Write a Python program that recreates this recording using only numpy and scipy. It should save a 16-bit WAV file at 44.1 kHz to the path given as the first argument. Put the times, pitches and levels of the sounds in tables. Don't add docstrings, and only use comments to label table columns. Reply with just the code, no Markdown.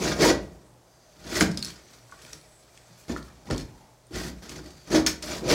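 import sys
import numpy as np
from scipy import signal
from scipy.fft import rfft, irfft, next_fast_len
from scipy.io import wavfile
from scipy.ndimage import uniform_filter1d, map_coordinates

SR = 44100
rng = np.random.default_rng(int(sys.argv[2]) if len(sys.argv) > 2 else 0)


def to_wav(s):
    ch = np.atleast_2d(s).T
    pcm = np.round(np.clip(ch, -1, 1) * 32767)
    wavfile.write(sys.argv[1], SR, pcm.astype(np.int16))


def makeup_ratio(level_db):
    decades = np.asarray(level_db, float) / 20
    return 10 ** decades


N = 244314


def unit(x):
    return x / np.sqrt(np.mean(x ** 2) + 1e-20)


def along(points, hz):
    f, v = np.transpose(points)
    return np.interp(np.log(hz + 1), np.log(f + 1), v)


def curve(points):
    s, v = np.transpose(points)
    return np.interp(np.arange(N) / SR, s, v)


def wobble(rate_hz):
    knots = rng.standard_normal(int(N * rate_hz / SR) + 4)
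    return map_coordinates(knots, [np.arange(N) * rate_hz / SR])


def filtered(x, response):
    m = next_fast_len(N + SR // 2)
    return irfft(rfft(x, m) * response(np.fft.rfftfreq(m, 1 / SR)), m)[..., :N]


def resonances(modes):
    def response(f):
        return sum((-1) ** k * makeup_ratio(db) * 1j * f * width / (hz * hz - f * f + 1j * f * width)
                   for k, (hz, width, db) in enumerate(modes))
    return response


def catches(rate_hz, spread_db):
    strength = makeup_ratio(spread_db * rng.standard_normal(N)) * rng.choice([-1, 1], N)
    return unit(strength * (rng.random(N) < rate_hz / SR))


# (frequency [Hz], density [dB per Hz])
ROOM_TONE = [(20, -14), (40, 2), (60, 0.5), (90, -14), (170, -11), (263, -14.5), (489, -12), (620, -8),
             (1190, -18.5), (2610, -28), (6380, -25), (14800, -36.5), (16000, -36)]
# (frequency [Hz], level [dB rms])
HUM = [(120, -63.5), (617, -74)]
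# (start [s], end [s], centre [Hz], width [Hz], level [dB])
CHIRPS = [(0.6, 0.8, 10000, 700, -76), (1.65, 2.95, 7950, 750, -69), (1.93, 2.12, 10100, 600, -74),
          (2.3, 2.7, 10100, 700, -75), (2.88, 3.07, 10100, 600, -76), (3.77, 3.95, 10100, 600, -78),
          (.82, 1.27, 4780, 220, -73), (.82, 1.27, 6150, 500, -73), (1.7, 2.15, 5950, 500, -71),
          (2.65, 3.1, 6200, 600, -72), (2.8, 3.1, 4600, 700, -72), (4.58, 4.92, 4620, 400, -62.5),
          (4.62, 4.92, 6300, 700, -68), (.58, .8, 8200, 800, -76), (3.62, 3.98, 860, 200, -64),
          (.55, .82, 950, 250, -67), (.98, 1.18, 625, 40, -65), (3.2, 3.5, 850, 350, -64)]


def background():
    t = np.arange(N) / SR
    tone = unit(filtered(rng.standard_normal(N), lambda f: makeup_ratio(along(ROOM_TONE, f))))
    out = makeup_ratio(-59 + 0.2 * wobble(5.48)) * tone
    for hz, db in HUM:
        level = np.sqrt(2) * makeup_ratio(db + 2.1 * wobble(3.65) + 3.5 * wobble(14))
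        phase = 0.83 * wobble(3.48) + 0.6 * wobble(12)
        out += level * np.sin(2 * np.pi * hz * t + phase)
    air = rng.standard_normal(N)
    for start, end, hz, width, db in CHIRPS:
        band = resonances([(hz, width, 0)])
        buzz = unit(filtered(air, lambda f: band(f) ** 2))
        fade = np.clip(np.minimum(t - start, end - t) / 0.09, 0, 1)
        out += makeup_ratio(db + 3 * wobble(9)) * fade * buzz
    return out


# (full speed at [s], attack [s], hold [s], bite into panel [dB], rasp [dB])
PUSHES = [(0.035, 0.15, 0.09, -25, -27.5), (.15, .05, .03, -33, -40), (0.221, 0.085, 0.08, -16.5, -20),
          (1.367, .19, 0.042, -27.5, -26.5), (2.126, 0.056, 0.035, -60.5, -72.5),
          (3.094, 0.014, 0.031, -30.5, -40), (3.246, 0.11, 0.025, -63, -55.5), (3.37, .1, 0.054, -57, -72),
          (2.235, 0.03, .03, -56, -49.5), (2.985, .06, 0.023, -71, -54.5), (1.277, 0.15, 0.031, -41, -43),
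          (0.413, 0.023, 0.039, -68, -58.5), (4.153, 0.061, 0.13, -35, -35),
          (4.496, 0.042, 0.027, -42.5, -41.5), (4.558, 0.13, 0.027, -41, -43),
          (4.637, 0.022, 0.044, -45, -50.5), (4.916, 0.035, 0.026, -26.5, -32),
          (4.955, 0.087, 0.012, -19, -21.5), (5.3, 0.14, 0.07, -34, -35.5), (5.459, 0.19, 0.03, -31, -44),
          (5.508, 0.077, .04, -17.5, -18.5)]
# (time [s], hold [s], bite [dB], rasp [dB])
JERKS = [(1.408, 0.0072, -19, -18.5), (1.573, 0.012, -43.5, -42), (1.627, .003, -66.5, -42.5),
         (1.657, 0.05, -54, -45.5), (2.329, 0.0033, -48.5, -42.5), (3.169, 0.0076, -44, -43),
         (3.456, 0.028, -47, -52), (3.501, 0.028, -26.5, -37.5), (3.568, 0.05, -51, -45.5),
         (4.11, .03, -57, -55), (4.423, 0.043, -45.5, -47), (4.874, .025, -46, -49.5),
         (4.706, 0.0091, -52, -51.5), (.243, .012, -30, -21), (3.082, .012, -42, -45),
         (5.0635, 0.011, -32.5, -20), (5.223, 0.17, -42, -38)]
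CONTROL_STEP = 32


def effort(fall_db_per_s, attack_share):
    jerk_attack_s, attack_db, sag_db_per_s = 0.003, 36, 29
    rows = [row[:3] for row in PUSHES] + [(s, jerk_attack_s, hold) for s, hold, _, _ in JERKS]
    s, attack, hold = np.transpose(rows)[:, :, None]
    t = np.arange(0, N, CONTROL_STEP) / SR - s
    climb = attack_share * attack_db * t / attack
    sag = -sag_db_per_s * np.clip(t, 0, hold)
    return np.where(t < 0, climb, sag - fall_db_per_s * np.maximum(t - hold, 0))


def total(move_db, rest_db):
    power = (makeup_ratio(move_db) ** 2).sum(axis=0)
    power = np.interp(np.arange(N), np.arange(0, N, CONTROL_STEP), power)
    return 10 * np.log10(power + makeup_ratio(rest_db) ** 2)


# (time [s], contact [dB])
IDLE = [(0.5, -61), (0.8, -72), (1.08, -64), (1.2, -58), (1.75, -52), (1.86, -58.5), (1.94, -52.5),
        (2.05, -60.5), (2.2, -53.5), (2.32, -51), (2.4, -57.5), (2.55, -61), (3.02, -57.5), (3.4, -61.5),
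        (3.8, -60.5), (4.0, -70.5), (4.4, -58), (4.85, -57.5)]


def controls():
    bite, rasp = np.array([row[-2:] for row in PUSHES + JERKS]).T[:, :, None]
    idle_db = curve(IDLE)
    boom_fall_db_per_s, boom_grows, hiss_grows = 80, 0.65, 0.86
    linger = bite - 25 + effort(38, 0.9)
    shake_db = total(np.concatenate([bite + effort(243, 1.0), linger]), idle_db - 6.5)
    boom_db = -16 + boom_grows * total(bite + effort(boom_fall_db_per_s / boom_grows, 1.0), idle_db - 16.5)
    rasp_db = total(rasp + effort(440, 1), idle_db)
    skim = 0.42 * (rasp - bite)
    hiss_db = -19 + hiss_grows * total(rasp + skim + effort(450, 1.24), idle_db)
    return shake_db, boom_db, rasp_db, hiss_db


def steady(x, seconds):
    power = np.abs(uniform_filter1d(x * x, int(seconds * SR)))
    return x / np.sqrt(power + 0.11 * np.mean(x * x))


def grains(rate_hz, modes, t60_s, spread_db):
    draw = rng.random((int(rate_hz * N / SR), 4))
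    pick = (draw[:, 1] * len(modes)).astype(int)
    hz, width, db = np.transpose(modes)[:, pick, None]
    t = np.arange(512) / SR
    swell = (1 - np.exp(-t / 0.00068)) * makeup_ratio(db + spread_db * draw[:, 2:3] ** 2 - 60 * t / t60_s)
    rings = swell * np.sin(2 * np.pi * (hz + width * (2 * draw[:, 3:] - 1)) * t)
    at = (draw[:, :1] * N).astype(int) + np.arange(512)
    return unit(np.bincount(at.ravel(), rings.ravel(), N + 512)[:N])


# (frequency [Hz], width [Hz], level [dB])
PANEL = [(233.2, 138, 5), (308, 26, 2), (363.8, 21, 4.5), (434, 18, -1), (507.4, 40, -5), (556, 30, -4.5),
         (614, 17, -1), (677.6, 8.1, -6), (777, 20, -17), (930, 32, -15)]
# (frequency [Hz], width [Hz], level [dB])
JOISTS = [(49.3, 14, 1.5), (63.7, 16.7, 5), (89.4, 9.4, -4), (125.3, 34, -2.5), (174.7, 35, -2),
          (200, 23, -6)]
# (frequency [Hz], width [Hz], level [dB])
BLADE = [(1417, 230, -7), (1525, 152, -0.5), (1862, 145, 0), (2327, 240, -3), (3446, 420, -8.5),
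         (4480, 400, -4), (5560, 410, -4), (6000, 204, -1.5), (6660, 440, -1.5), (7430, 355, -14),
         (10100, 130, -12.5)]
# (frequency [Hz], density [dB per Hz])
RASP = [(530, -24), (900, -10.5), (1180, -5.5), (1250, -2.5), (1600, -22), (2040, -11), (2960, -8.5),
        (5140, -7.5), (10000, -33), (13000, -59), (22000, -120)]
# (frequency [Hz], density [dB per Hz])
HISS = [(4410, -32), (7500, -2), (7790, -3), (9850, -8), (14600, -11.5), (16000, -14.5)]
# (time [s], centre of the shaking [Hz])
PLACE = [(0.1, 430), (1.1, 490), (1.42, 300), (2.1, 447), (2.9, 460), (3.1, 298), (4.2, 270), (5.1, 320),
         (5.5, 425)]


def strokes():
    shake_db, boom_db, rasp_db, hiss_db = controls()
    centre_hz = curve(PLACE)

    teeth = catches(400, spread_db=2.5) + 0.8 * rng.standard_normal(N)
    teeth = filtered(teeth, lambda f: 1 / (1 + 1j * f / 1500) ** 2)
    panel = np.zeros(N)
    for mode in PANEL:
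        drive = makeup_ratio(-7 * np.abs(np.log2(mode[0]) - np.log2(centre_hz)))
        panel += drive * filtered(teeth, resonances([mode]))
    joists = filtered(catches(140, spread_db=2.0), resonances(JOISTS))

    judder = makeup_ratio(0.9 * wobble(35) + 1.2 * wobble(80) + 1.3 * wobble(200))
    dust = judder * (0.6 * catches(4000, spread_db=3.0) + rng.standard_normal(N))
    steel = resonances(BLADE)
    rasp = unit(filtered(dust, lambda f: makeup_ratio(along(RASP, f)) * (0.81 + np.abs(steel(f)))))
    rasp += 0.75 * judder * grains(1300, BLADE, t60_s=0.04, spread_db=5.0)
    fine = 0.5 * dust + catches(3000, spread_db=3.0)
    hiss = makeup_ratio(1.1 * wobble(24.96)) * unit(filtered(fine, lambda f: makeup_ratio(along(HISS, f))))

    return (makeup_ratio(shake_db - 2.5) * steady(panel, 0.07) + makeup_ratio(boom_db - 3.0) * steady(joists, 0.0195)
            + makeup_ratio(rasp_db - 5.5) * rasp + makeup_ratio(hiss_db - 0.2) * hiss)


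# (time [s], peak [dB], centre [Hz], t60 [s])
THUDS = [(0.19, -12, 180, 0.08), (1.41, -18, 530, 0.33), (1.41, -8, 185, 0.3), (2.1, -50, 105, 0.14),
         (3.096, -12, 250, 0.13), (3.125, -20, 400, 0.12), (3.476, -23, 220, 0.3), (3.502, -1, 372, 0.071),
         (3.529, -13.5, 271, 0.21), (4.108, -24.5, 330, 0.38), (4.131, -29, 120, 0.42),
         (4.277, -25, 280, 0.15), (4.922, -9.5, 367, 0.21), (4.938, -1.5, 327, 0.15),
         (5.42, -13.5, 330, 0.27), (3.52, -20, 39.3, 0.24), (4.141, -26, 54, 0.37), (4.3, -33, 60, 0.25),
         (3.12, -27, 61, 0.16), (5.458, -17.5, 125, 0.18), (3.512, -13.5, 130, 0.2),
         (0.302, -34, 81, 0.087), (0.24, -26, 41, 0.22), (2.9, -38, 170, 0.19), (0.0037, -13, 197, 0.13),
         (2.2, -42, 330, 0.15), (4.19, -29, 200, .2), (4.245, -28, 190, .2), (4.297, -29, 210, .25),
         (4.325, -33, 180, .25), (4.65, -41, 300, .12), (4.68, -40, 150, .2), (.36, -30, 190, .25),
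         (.08, -28, 60, .3)]


def thuds():
    out = np.zeros(N + SR)
    for s, db, hz, t60 in THUDS:
        t = np.arange(int(SR * min(0.5, 1.2 * t60))) / SR
        ring = np.zeros(len(t))
        for f, _, _ in JOISTS + PANEL + [(hz, 0, 0)]:
            mode_t60 = t60 * (200 / f) ** 0.43
            level = rng.normal(0, 2.6) - 14 * abs(np.log2(f / hz))
            ring += makeup_ratio(level - 60 * t / mode_t60) * np.sin(2 * np.pi * f * t)
        blow = ring / np.abs(ring).max() * (1 - np.exp(-t / 0.0041))
        out[round(s * SR):][:len(t)] += makeup_ratio(db - 2.5) * blow
    return out[:N]


# (time [s], peak [dB], panel pitch [Hz], t60 [s])
GRABS = [(.204, -12.5, 437, 0.069), (.217, -11, 337, 0.052), (.24, -12, 565, 0.043), (.25, -20, 930, 0.1),
         (.259, -9.5, 460, .05), (.274, -10, 419, 0.057), (.289, -13.5, 331, 0.063), (.3, -14.5, 310, .06),
         (.309, -11.5, 503, .04), (1.422, -13, 230, .07), (1.472, -21, 205, .15), (1.53, -30, 170, .2),
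         (1.59, -36, 250, .15), (3.527, -19.5, 250, 0.084), (4.6, -37.5, 299, .15), (5.47, -23.5, 522, .06),
         (5.5, -19.5, 556, .06), (5.52, -14.5, 483, .06), (3.488, -36, 960, .04), (0.021, -23, 410, .05),
         (.07, -24, 312, .06), (0.099, -25, 430, .05), (4.909, -20, 389, .05), (4.939, -28, 1260, 0.064),
         (4.957, -9, 305, .07), (4.976, -12, 295, 0.074), (4.988, -11.5, 295, .08), (5.02, -24, 250, 0.063),
         (5.07, -25, 350, 0.043), (4.945, -17, 588, 0.091), (4.97, -22.5, 580, 0.053),
         (5.067, -29, 1300, 0.048), (5.235, -34, 610, .07), (5.285, -30, 620, .07), (5.325, -32, 600, .07),
         (5.3, -30, 370, .08), (5.425, -27, 360, .07), (5.48, -25, 600, .12), (5.53, -14, 400, .05),
         (1.32, -30, 335, .15), (1.37, -29, 330, .07), (1.495, -20, 165, .15), (4.945, -17, 315, .1),
         (3.457, -47, 800, .04), (3.468, -42, 800, .05), (.5, -42, 170, .2)]


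def grabs():
    s, db, hz, t60 = np.transpose(GRABS)[:, :, None]
    t = np.arange(SR // 5) / SR
    beside = hz * rng.uniform(0.8, 1.25, hz.shape)
    pluck = np.sin(2 * np.pi * hz * t) + 0.35 * np.sin(2 * np.pi * beside * t)
    rings = makeup_ratio(db - 60 * t / t60) * (1 - np.exp(-t / 0.0023)) * pluck
    at = (s * SR).astype(int) + np.arange(len(t))
    return np.bincount(at.ravel(), rings.ravel(), N + len(t))[:N]


def wood_ring(hz, t):
    dull = hz < 2500
    octaves = rng.standard_normal((14, 1)) * np.arange(14)[:, None] / 7
    near = np.clip(hz * 2 ** ((0.26 if dull else 0.3) * octaves), 600, 12000)
    phase = rng.uniform(0, 2 * np.pi, (14, 1))
    wood = (makeup_ratio(-4 * np.abs(octaves) - 13.0) * np.sin(2 * np.pi * near * t + phase)).sum(axis=0)
    wood += (1.5 if dull else 1.1) * np.sin(2 * np.pi * hz * t)
    if dull:
        wood += 1.3 * np.sin(2 * np.pi * 1.3 * hz * t)
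    return wood / (2 * np.std(wood[:300]))


# (frequency [Hz], level [dB], t60 [s])
RING = [(2540, -4, .05), (3290, 0, 0.14), (3600, -3, .08), (4280, 5, 0.087), (5070, -3, 0.04),
        (5900, -1, 0.05), (7800, 0, .04), (10100, -6, .05)]


def blade_ring(hz, t):
    ring = np.zeros(len(t))
    for f, db, t60 in RING:
        level = db + rng.normal(0, 2) - 5.5 * abs(np.log2(f / hz))
        ring += makeup_ratio(level - 60 * t / t60) * np.sin(2 * np.pi * f * t)
    return ring


# (time [s], peak [dB], centre [Hz], t60 [s], relative crack [dB])
TAPS = [(1.368, -13, 1516, 0.027, -27), (1.409, -3, 1620, 0.018, -12.5), (2.096, -41, 1120, 0.024, -28),
        (2.1224, -28.5, 1130, 0.035, -30), (2.7743, -43, 1790, 0.027, -21), (3.163, -18, 1357, 0.021, -26),
        (3.5092, -20, 1375, 0.028, -16), (3.278, -47, 1290, 0.082, -30), (3.3, -49, 1820, .06, -33),
        (2.25, -36, 2420, 0.013, -12), (4.432, -52, 1540, 0.044, -30), (5.305, -35, 1140, 0.07, -27),
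        (2.1235, -44, 1600, .03, -30), (2.137, -42, 680, .04, -30), (1.245, -46, 1270, .05, -30),
        (3.285, -47, 1150, .06, -30)]
# (time [s], peak [dB], centre [Hz], t60 [s], relative crack [dB])
SNAPS = [(1.5736, -13, 4950, 0.013, -14), (1.6264, -14, 4440, 0.016, -12), (1.647, -16, 5300, 0.0094, -8),
         (5.0638, -12, 6580, 0.041, -7.5), (5.071, -7.5, 5290, 0.015, -22),
         (5.2252, -30, 5100, 0.061, -3.5)]
# (time [s], peak [dB], centre [Hz], relative crack [dB])
SPLINTERS = [(1.407, -17, 4930, -6), (1.4214, -24, 6960, -13), (1.4278, -38, 4270, -18),
             (1.5134, -33, 5400, -5), (1.517, -29, 5200, -9), (1.592, -32, 5000, -2),
             (1.603, -37, 5200, -15.5), (1.6542, -27, 4260, -3), (1.664, -26, 4370, -8),
             (1.672, -30, 7800, -10), (1.682, -33, 5900, -12), (1.69, -34, 4300, -16),
             (1.7044, -32, 3200, -7), (1.719, -37, 3200, -14), (1.758, -40, 5000, -10),
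             (1.401, -19, 10100, -20), (1.8854, -45, 4200, -14), (1.94, -46, 4000, -16),
             (2.219, -46, 8000, -3), (2.332, -27, 5670, -8.5), (2.4124, -44, 4400, -6),
             (2.7743, -40, 3320, -8), (2.7756, -45, 2600, -12), (2.331, -40, 11100, -3),
             (3.083, -38, 4090, -9), (3.1113, -36, 3470, -16), (3.2277, -36.5, 4110, -11),
             (3.5105, -30, 8000, -10), (3.4715, -47, 4600, -15), (3.482, -50, 6000, -10),
             (3.488, -41, 5030, -10), (3.51, -23.5, 4300, -14), (3.5464, -30, 3160, -7),
             (3.562, -31, 4600, -7), (3.5789, -28.5, 6600, -4.5), (3.58, -24, 4380, -14),
             (3.6, -31, 4200, -9), (3.609, -34, 4300, -9), (3.617, -36, 5030, -11), (4.068, -47, 8700, -10),
             (4.142, -35, 5230, -8), (4.364, -50, 5000, -8), (4.417, -46, 5560, -12),
             (4.4939, -30, 4960, -4), (4.525, -39, 4400, -6), (4.66, -42, 4460, -4), (4.705, -42, 6550, -6),
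             (4.9048, -27, 5700, -13), (1.765, -39.5, 4930, -14), (1.545, -36, 4620, -8),
             (2.114, -48, 6000, 0), (2.118, -50, 7500, -3), (2.2043, -50, 7780, -6), (2.2155, -44, 2700, -12),
         (2.2172, -46, 5550, -8), (2.222, -43, 9800, -4), (2.2197, -46, 11500, -3), (3.457, -48, 4500, -10),
         (2.2495, -44, 5500, -6), (2.307, -48, 3800, 0), (2.3295, -36, 5700, -8), (1.5745, -30, 9300, -4),
         (1.6255, -36, 9500, -4), (1.648, -28, 10800, -6)]
# (frequency [Hz], level [dB])
CRACK = [(800, -29), (2500, 4), (6000, 9.5), (10000, 1), (16000, -28)]


def taps():
    out, t = np.zeros(N + SR), np.arange(SR // 8) / SR
    fibre = unit(filtered(rng.standard_normal(N), lambda f: makeup_ratio(along(CRACK, f))))
    small_t60 = 0.018
    small = [(s, db, hz, small_t60, crack_db) for s, db, hz, crack_db in SPLINTERS]
    for s, db, hz, t60, crack_db in TAPS + SNAPS + small:
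        wood = wood_ring(hz, t) * makeup_ratio(-60 * t / t60)
        crack = np.roll(fibre, -round(s * SR))[:len(t)] * makeup_ratio(crack_db + 4 - 60 * t / (0.49 * t60))
        click = makeup_ratio(crack_db - 17 - 60 * t / 0.003) * np.diff(rng.standard_normal(len(t) + 1))
        body = wood + 0.023 * blade_ring(hz, t) + crack + click
        out[round(s * SR):][:len(t)] += makeup_ratio(db - 1.0) * body * (1 - np.exp(-t / 0.00029))
    return out[:N]


# (frequency [Hz], t60 [s])
SHED = [(100, 0.49), (500, 0.37), (2000, 0.33), (6000, 0.25), (14000, 0.18)]


def shed(x):
    hz, t, z = signal.stft(rng.standard_normal(SR // 2), SR, nperseg=256)
    decay = makeup_ratio(-60 * t / along(SHED, hz)[:, None])
    tail = signal.istft(z * decay, SR, nperseg=256)[1]
    delayed = np.pad(x, (200, 0))
    return signal.fftconvolve(delayed, tail / np.linalg.norm(tail))[:N]


def scene():
    saw, snaps, blows = strokes(), taps(), thuds() + grabs()
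    sent = makeup_ratio(-8.5) * saw + makeup_ratio(-8.0) * snaps + makeup_ratio(-7.5) * blows
    return (saw + snaps + blows + shed(sent) + background())[None]


def top_cut(x):
    return signal.sosfilt(signal.butter(12, 15960, fs=SR, output="sos"), x)


def record(dry):
    low_hz, top_hz, limit = 27, 15950, 0.5
    rounded = dry[0] / (1 + np.abs(dry[0] / limit) ** 4) ** (1 / 4)
    mix = filtered(rounded, lambda f: (1j * f / (1j * f + low_hz)) ** 5 * (f < top_hz))[None]
    return top_cut(mix)


dry = scene()
out = record(dry)
to_wav(out)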